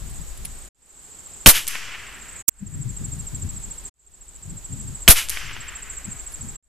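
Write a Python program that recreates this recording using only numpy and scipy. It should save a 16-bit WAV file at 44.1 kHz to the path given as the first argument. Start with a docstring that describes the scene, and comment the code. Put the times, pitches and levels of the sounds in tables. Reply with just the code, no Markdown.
"""Two small-calibre rifle shots, heard from beside the paper target in a wood full of trilling insects.
Each bullet's crack and strike, shaped noise bursts, overload the microphone; the distant report follows as
single pressure cycles and as noise decaying faster in the treble, the echo of the trees. Insects are gliding
and pulsing tones over band noise; ticks, draught and gusts are coloured noise; eddies are brief low tones.
The sound cuts out four times and swells back; as the second gap ends the right channel crackles."""
import sys
import numpy as np
from scipy import signal
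from scipy.fft import rfft, irfft, next_fast_len
from scipy.io import wavfile
from scipy.ndimage import map_coordinates

SR = 44100
rng = np.random.default_rng(int(sys.argv[2]) if len(sys.argv) > 2 else 0)


def master(y):
    """Save y as 16-bit WAV."""
    cut = np.clip(np.atleast_2d(y).T, -1, 1)
    pcm = np.round(cut * 32767)  # scale
    wavfile.write(sys.argv[1], SR, pcm.astype(np.int16))


N = 294579
TIME = np.arange(N) / SR  # s

# All levels below are relative, ahead of the mix and the clipping input. Level of the insects over time. Each
# row: time in seconds, nearest insect in dB, chorus in dB.
INSECT_LEVEL = [(0, -40, -44.5), (.7, -41.5, -44), (1.4, -38, -42.5), (1.9, -47, -49.5), (2.1, -43.5, -50),
                (2.4, -37, -42), (2.7, -30, -41), (3.8, -32.5, -44), (4.3, -34.5, -44), (5.0, -33, -41.5),
                (5.4, -43, -59), (5.9, -31.5, -44), (6.68, -34, -43)]
# Singers that stand out of the chorus. 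Each row: pitch in Hz, pulses per second, level in dB.
FAR_SINGERS = [(8240, 29.2, -5.5), (7760, 19.2, -5.5)]
# Nearly even pace of the nearest insect. Each row: from this time in seconds, chirps per second.
CHIRP_PACE = [(0, 13.658), (2.35, 13.17), (3.4, 13.921), (4.6, 12.982), (4.85, 13.683), (6.1, 13.565)]
FIRST_CHIRP_S, CHIRP_JITTER_S = .756, .001
# Slow draught under the gusts. Each row: time in seconds, level of the deep bass in dB.
DRAUGHT_LEVEL = [(0, -35), (.45, -34.5), (.9, -52), (2.35, -49), (2.6, -35), (3.5, -36), (3.85, -43),
                 (4.9, -38), (5.75, -43), (6.5, -39)]
# Gusts that buffet the microphone. Each row: start in seconds, hold in seconds, level in dB before it sags.
WIND_GUSTS = [(0, .22, -40), (.37, .14, -44.5), (2.6, .28, -26), (2.99, .22, -32.5), (3.31, .14, -32.5),
              (3.53, .12, -40.5), (4.43, .1, -35), (4.69, .18, -29), (5.42, .18, -43), (6.04, .05, -40),
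              (6.38, .18, -39.5)]
GUST_RISE_S, GUST_SAG_DB_PER_S, GUST_T60_S = .025, 12, .27
CALM_DB = -57  # rumble between gusts
# Small dry ticks in the litter. Each row: start in seconds, level in dB, 60 dB decay time in seconds.
LITTER_TICKS = [(0.096, -43, 0.036), (0.156, -50, .03), (0.373, -43.5, .025), (0.449, -30.5, .05),
                (6.32, -40, .04)]
# Soft bumps of the air. Each row: centre in seconds, level in dB, frequency in Hz, width in seconds.
AIR_BUMPS = [(.212, -45, 162, .014), (2.63, -24.5, 200, 0.008), (2.81, -31.5, 135, 0.023),
             (2.866, -25.5, 125, 0.016), (3.181, -33.5, 163, 0.017), (3.45, -24, 89.5, 0.016),
             (4.528, -31.5, 191, 0.0067), (4.709, -29, 160, 0.004), (6.086, -30, 200, 0.0075),
             (6.452, -34, 218, 0.01)]
# Silences. Each row: start in seconds, end in seconds, recovery time constant in seconds.
SILENCES = [(0.69, 0.748, 0.37), (2.426, 2.477, 0.42), (3.897, 3.941, 0.58), (6.568, 6.626, 0.66)]
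# Bullets arriving. Each row: time in seconds, crack in dB, strike in dB, backboard thud in dB,
# delay of the overload swing in seconds, forest echo in dB.
BULLETS = [(1.4601, 7, 7.5, -5.5, .0205, -27), (5.078, 1.5, 4, -10.5, .0185, -27.5)]
# Dense stands of trees that swell the echo. Each row: seconds after the report, change in dB, width in seconds.
TREE_STANDS = [(0.09, 3.5, 0.0083), (.17, -2, 0.043), (.275, 1.5, 0.024), (.39, 0, 0.066)]
# The report and its echoes off single trunks, alike for every shot.
# Each row: seconds after the bullet, level in dB, centre frequency in Hz.
REPORT_SLAPS = [(.209, -14, 6300), (.2174, -9, 9000), (.2192, -9, 9400), (.2234, -8.5, 9400),
                (.2275, -21, 7000), (.2335, -22, 6000), (.2943, -16, 2500), (.433, -27, 2300),
                (.488, -23, 2200)]
# Electrical crackle. Each row: peak in seconds, drive in dB, rise and decay constant in seconds.
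CRACKLE_SPIKES = [(2.4826, -0.5, 0.00084), (2.4857, 3, 0.001), (2.488, -11, 0.0016), (2.4904, 11, 0.00044),
                  (2.4949, -6.5, 0.00026)]

# Spectral shapes. Each row: frequency in Hz, relative density in dB per Hz.
CHORUS_SPECTRUM = [(4000, -74), (6100, -25.5), (6700, -7.5), (7200, -2.5), (7750, -3), (8100, -5.5),
                   (8600, -16.5), (10000, -41.5)]
HISS_SPECTRUM = [(30, 6), (200, 8), (330, 7.5), (390, 10.5), (470, 5.5), (900, 5), (2000, 1), (5500, -1.5),
                 (9000, -2.5), (11000, -5), (13000, -6.5), (14100, -2)]
DRAUGHT_SPECTRUM = [(10, -4), (25, 3), (55, 3), (80, -7.5), (160, -39)]
GUST_SPECTRUM = [(40, -27), (85, 3), (150, -1), (220, -9.5), (330, -20), (900, -53)]
CRACK_SPECTRUM = [(40, -10.5), (250, -3.5), (900, -8), (1800, -2), (3100, 2.5), (4400, -9.5), (8000, -9.5),
                  (14000, -15)]
STRIKE_SPECTRUM = [(40, -2), (200, -6), (700, 0.5), (2000, 2.5), (4500, 2.5), (7000, 2.5), (11000, 8),
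                   (14000, 5)]
BOARD_SPECTRUM = [(60, -10), (160, 0.5), (260, -3), (480, -7.5), (900, -25)]
GROVE_SPECTRUM = [(100, -14.5), (600, -16.5), (1400, -3), (2900, 5), (4200, -4), (6000, -2.5), (9000, -5),
                  (12000, -2.5), (14000, -12.5)]
FOREST_SPECTRUM = [(100, -15), (550, -23), (1100, -3), (1800, 4), (3000, 6), (4000, -3), (5500, -0.5),
                   (8000, -1.5), (12000, 2.5), (14000, -13.5)]
# Reverberation of the forest. Each row: frequency in Hz, 60 dB decay time in seconds.
FOREST_DECAY = [(200, 6), (1500, 3.47), (3000, 2.07), (4200, 1.52), (6000, 1.1), (9000, 0.48), (13000, 0.4)]
# Response of the microphone. Each row: frequency in Hz, gain in dB.
MICROPHONE_RESPONSE = [(20, 0), (13500, 0), (14200, -1), (14600, -13), (16000, -17)]
# How unlike the two ports hear each kind of sound, by name.
# Each row: frequency in Hz, side level against mid in dB.
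SIDE_LEVEL = {"shock": [(300, -12.5), (2500, -15), (11000, -3)], "grit": [(500, -10.5), (5000, -6.5),
              (12000, 0)], "grove": [(200, -5.5), (2000, -33), (5000, -32), (11000, -4.5)],
              "echo": [(200, -25), (2000, -14.5), (5000, -7.5), (11000, -4.5)], "around": [(200, -5.5),
              (1500, -4.5), (5000, -4), (11000, -1.5)], "wind": [(40, -1.5), (200, -2.5)]}


def amp(db):
    """Decibel law: 20 dB is a tenfold gain."""
    return 10 ** (np.asarray(db) / 20)


def unit(x):
    """Normalization: scale to rms 1."""
    return x / np.sqrt(np.mean(x ** 2) + 1e-20)


def along(points, hz):
    """Logarithmic interpolation: read (Hz, value) points on a log frequency axis."""
    f, v = np.transpose(points)
    return np.interp(np.log(hz + 1), np.log(f + 1), v)


def curves(rows):
    """Linear interpolation: one value per sample for each column after the time."""
    s, *columns = np.transpose(rows)
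    return [np.interp(TIME, s, column) for column in columns]


def wobble(rate):
    """Random modulation: a smooth curve through random knots, rate knots a second."""
    knots = rng.standard_normal(int(N * rate / SR) + 4)
    return map_coordinates(knots, [TIME * rate])


def filtered(x, response):
    """Linear filtering: multiply the spectrum of x by a response of frequency."""
    n = x.shape[-1]
    m = next_fast_len(n + 8192)
    return irfft(rfft(x, m) * response(np.fft.rfftfreq(m, 1 / SR)), m)[..., :n]


def noise(spectrum, wide, size=N, spiky_db=0):
    """Partial coherence: mid and side noise of rms 1; if spiky, a crowd of clicks of very unequal size."""
    white = rng.standard_normal((2, size)) * amp(spiky_db * rng.standard_normal(size))

    def mid_side_gain(hz):
        mid_db = along(spectrum, hz)
        return amp(np.array([mid_db, mid_db + along(SIDE_LEVEL[wide], hz)]))

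    mid, side = filtered(white, mid_side_gain)
    return unit(np.array([mid + side, mid - side]))


def pan(db):
    """Level difference between ears: left and right gains, positive towards the left."""
    return amp([[db / 2], [-db / 2]])


def add(track, s, sound):
    """Superposition: mix a sound into the track at time s."""
    part = track[..., round(s * SR):][..., :sound.shape[-1]]
    part += sound[..., :part.shape[-1]]


def swell(t, start, rise, hold, t60):
    """Exponential decay: an envelope that rises, holds, then falls 60 dB in each t60."""
    decay_age = np.maximum(t - start - rise - hold, 0)
    return np.clip((t - start) / rise, 0, 1) * amp(-60 * decay_age / t60)


def insects():
    """Amplitude modulation: the nearest insect chirps over pulsing neighbours and a far chorus."""
    near_db, chorus_db = curves(INSECT_LEVEL)
    far = noise(CHORUS_SPECTRUM, "around") * amp(-2 + 2.3 * wobble(40))
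    port_phase = np.array([[0], [1.3]])  # rad, left and right
    for hz, rate, db in FAR_SINGERS:
        pulses = np.maximum(np.sin(2 * np.pi * rate * TIME + .6 * wobble(3)), 0) ** 2
        cycles = np.cumsum(hz + 70 * wobble(600)) / SR
        tone = np.sin(2 * np.pi * cycles + port_phase)
        far += amp(db - 2.5) * unit(pulses * tone * amp(3.6 * wobble(14)))
    near = 1.58 * amp(near_db) * chirps() * pan(-2.2)
    return near + far * amp(chorus_db) * pan(-2)


def air():
    """Turbulence: an even hiss, a deep draught, and lumpy gusts that rise fast, sag and die away."""
    hiss = amp(-46.5) * noise(HISS_SPECTRUM, "around")
    draught_db, = curves(DRAUGHT_LEVEL)
    draught = amp(draught_db) * noise(DRAUGHT_SPECTRUM, "wind") * pan(4)
    gusts = np.zeros(N)
    for s, hold, db in WIND_GUSTS:
        sagging_db = db - GUST_SAG_DB_PER_S * np.maximum(TIME - s, 0)
        gusts += amp(sagging_db) * swell(TIME, s, GUST_RISE_S, hold, GUST_T60_S)
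    lumps = amp(3 * wobble(22))
    rumble = unit(lumps * noise(GUST_SPECTRUM, "wind"))
    return hiss + draught + (amp(CALM_DB) + gusts) * rumble * pan(4.9)


def ticks():
    """Impulsive excitation: faint bright ticks among dry leaves, made of very unequal clicks."""
    envelope = sum(amp(db) * swell(TIME, s, 0.0013, 0.004, t60) for s, db, t60 in LITTER_TICKS)
    spectrum = [(500, -41), (2500, -4), (8000, -10), (10500, 7.5), (14000, -15)]
    return envelope * noise(spectrum, "around", spiky_db=8.5)


def bumps():
    """Pressure of single eddies: each rocks the microphone for a few cycles, mostly on the left."""
    rocking = np.zeros(N)
    for s, db, hz, width in AIR_BUMPS:
        envelope = amp(db) * np.exp(-np.abs(TIME - s) / width)
        rocking += envelope * np.sin(2 * np.pi * hz * (TIME - s))
    return pan(7) * rocking


def presence():
    """Gain control: the level drops to nothing in each gap and then creeps back."""
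    gain = np.ones(N)
    for start, end, recovery in SILENCES:
        fade = np.clip((start - TIME) / 0.01, 0, 1)
        age = np.maximum(TIME - end + 0.032, 0)  # the return starts already partly open
        back = (TIME > end) * (1 - np.exp(-(age / recovery) ** 1.5))
        gain *= np.maximum(fade, back)
    return gain


def chirp_times():
    """Quasi-periodicity: one chirp for each beat of the insect's pace, slightly early or late."""
    since, rate = np.transpose(CHIRP_PACE)
    pace = rate[np.searchsorted(since, TIME, "right") - 1]
    beats = np.cumsum(pace) / SR
    first_beat = np.interp(FIRST_CHIRP_S, TIME, beats)
    times = np.interp(np.arange(first_beat, beats[-1]), beats, TIME)
    return times + CHIRP_JITTER_S * rng.standard_normal(len(times))


def chirps():
    """Stridulation: each wing stroke sags in pitch as it slows; it reaches the two ports out of step."""
    out, t = np.zeros((2, N)), np.arange(SR // 30) / SR
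    times = chirp_times()
    port_phase = np.array([[0], [1.1]])  # rad, left and right
    for s, (length, pitch, loud, slip) in zip(times, rng.standard_normal((len(times), 4))):
        stroke = np.clip(t / (.022 * amp(.5 * length)), 0, 1)  # progress from 0 to 1
        hz = 7540 + 40 * pitch + 330 * stroke - 950 * stroke ** 4
        pressure = np.abs(np.sin(np.pi * stroke)) ** .4
        # now and then the scraper skips
        grip = 1 - (slip > .9) * np.exp(-((stroke - .75) / .09) ** 2)
        tone = np.sin(2 * np.pi * np.cumsum(hz) / SR + port_phase)
        add(out, s - .0108, amp(loud * .8) * pressure * grip * tone)
    return out * amp(1.2 * wobble(500))


def overload(t, delay):
    """Overdrive recovery: the input swings to its lower rail, rebounds and settles; the left hangs longer."""
    def dip(centre, width):
        return np.exp(-((t - centre) / width) ** 2)

    rail = np.array([dip(delay + 0.0013, .0036), dip(delay - .0008, .0018)])
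    u = np.maximum(t - delay, 0)
    rebound = (1 - np.exp(-(u / 0.036) ** 2)) * (np.exp(-u / 0.066) - 0.32 * np.exp(-u / 0.16))
    return -2.2 * rail + np.array([[.72], [.36]]) * rebound


def bullets():
    """Shock and impact: crack and ground bounce, then thumped board, sprayed grit and answering near trees."""
    out, t = np.zeros((2, N)), np.arange(SR) / SR
    for s, crack_db, strike_db, thud_db, delay, _ in BULLETS:
        direct = swell(t, 0, .0001, 0.0024, 0.0098)
        ground_bounce = 0.59 * swell(t, .0046, 0.00062, 0.0023, .011)
        crack = amp(crack_db) * (direct + ground_bounce) * noise(CRACK_SPECTRUM, "shock", size=SR)
        grit = noise(STRIKE_SPECTRUM, "grit", size=SR, spiky_db=3)
        spray = 1.1 * swell(t, 0.0039, 0.005, 0.0026, 0.089) + 0.5 * swell(t, .018, 0.011, 0.0064, .08)
        strike = amp(strike_db) * spray * grit
        board = swell(t, .001, .003, .014, .05)  # the board stops quickly
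        thud = amp(thud_db) * board * noise(BOARD_SPECTRUM, "grit", size=SR)
        trunks = noise(GROVE_SPECTRUM, "grove", size=SR, spiky_db=4)
        grove = amp(-19) * swell(t, 0.063, 0.031, 0.016, 0.23) * trunks
        add(out, s, crack + strike + thud + grove + overload(t, delay))
    return out


def forest():
    """Multiple scattering: the slower report returns off countless trunks; air swallows its treble first."""
    size = 2 * SR
    out, t = np.zeros((2, N)), np.arange(size) / SR
    stands_db = sum(db * np.exp(-((t - delay) / width) ** 2) for delay, db, width in TREE_STANDS)

    # trunks return separate slaps, leaves a smooth fizz above them
    def trunk_share(hz):
        return 1 / (1 + (hz / 3800) ** 8)

    for s, *_, db in BULLETS:
        clumping = amp(stands_db + 1.37 * wobble(45.1)[:size])
        trunks = noise(FOREST_SPECTRUM, "echo", size=size, spiky_db=5) * clumping
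        leaves = amp(1.0) * noise(FOREST_SPECTRUM, "echo", size=size)
        returns = filtered(trunks, trunk_share) + filtered(leaves, lambda hz: 1 - trunk_share(hz))
        hz, age, bands = signal.stft(returns, SR, nperseg=256)
        decay = amp(-60 * age / along(FOREST_DECAY, hz)[:, None])
        tail = signal.istft(bands * decay, SR, nperseg=256)[1][:, :size]
        add(out, s + .205, amp(db) * np.minimum(t / 0.038, 1) * tail)
    return out


def slaps():
    """Discrete reflection: each distinct arrival is one pressure cycle with a short scatter behind it."""
    out, t = np.zeros((2, N)), np.arange(2048) / SR
    for s, *_ in BULLETS:
        for delay, db, hz in REPORT_SLAPS:
            phase = np.pi * hz * (t - .0005)  # the cycle is centred 0.5 ms in
            cycle = -1.8 * phase * np.exp(-phase ** 2)
            spectrum = [(hz / 5, -22), (hz, 0), (hz * 1.5, 0), (hz * 1.9, -28)]
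            scatter = noise(spectrum, "echo", size=len(t))
            trail = 0.36 * swell(t, 0.00023, 0.00018, 0.00038, 0.012) * scatter
            add(out, s + delay - .0005, amp(db) * (cycle + trail))
    return out


def crackle():
    """Saturated electrical impulses: a quick run of shrill ringing spikes in the right channel alone."""
    envelope = sum(amp(db) * np.exp(-np.abs(TIME - s) / decay) for s, db, decay in CRACKLE_SPIKES)
    ring = np.sin(2 * np.pi * 7800 * TIME)
    spectrum = [(300, -7), (3300, -34.5), (7000, 4.5), (12000, -2.5), (14500, 3), (15800, 0.5)]
    fizz = noise(spectrum, "shock")[0]
    return np.array([[0], [1]]) * np.tanh(envelope * (.45 * ring + 0.71 * fizz))


def scene():
    """Superposition: every outdoor source, interrupted by the gaps, with the bumps of air on top."""
    outdoors = insects() + air() + ticks() + bullets() + forest() + slaps()
    outdoors = filtered(outdoors, lambda hz: 1 / (1 + (hz / 14300) ** 120))
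    return presence() * outdoors + bumps()


def record(dry):
    """Saturation and band limiting: the input clips and loses its top treble; the crackle enters behind it."""
    clipped = dry / (1 + np.abs(dry) ** 6) ** (1 / 6)
    coloured = filtered(clipped, lambda hz: amp(along(MICROPHONE_RESPONSE, hz)))
    top_hz = 16000
    return filtered(amp(-0.44) * coloured + crackle(), lambda hz: 1 / (1 + (hz / top_hz) ** 150))


dry = scene()
out = record(dry)
master(out)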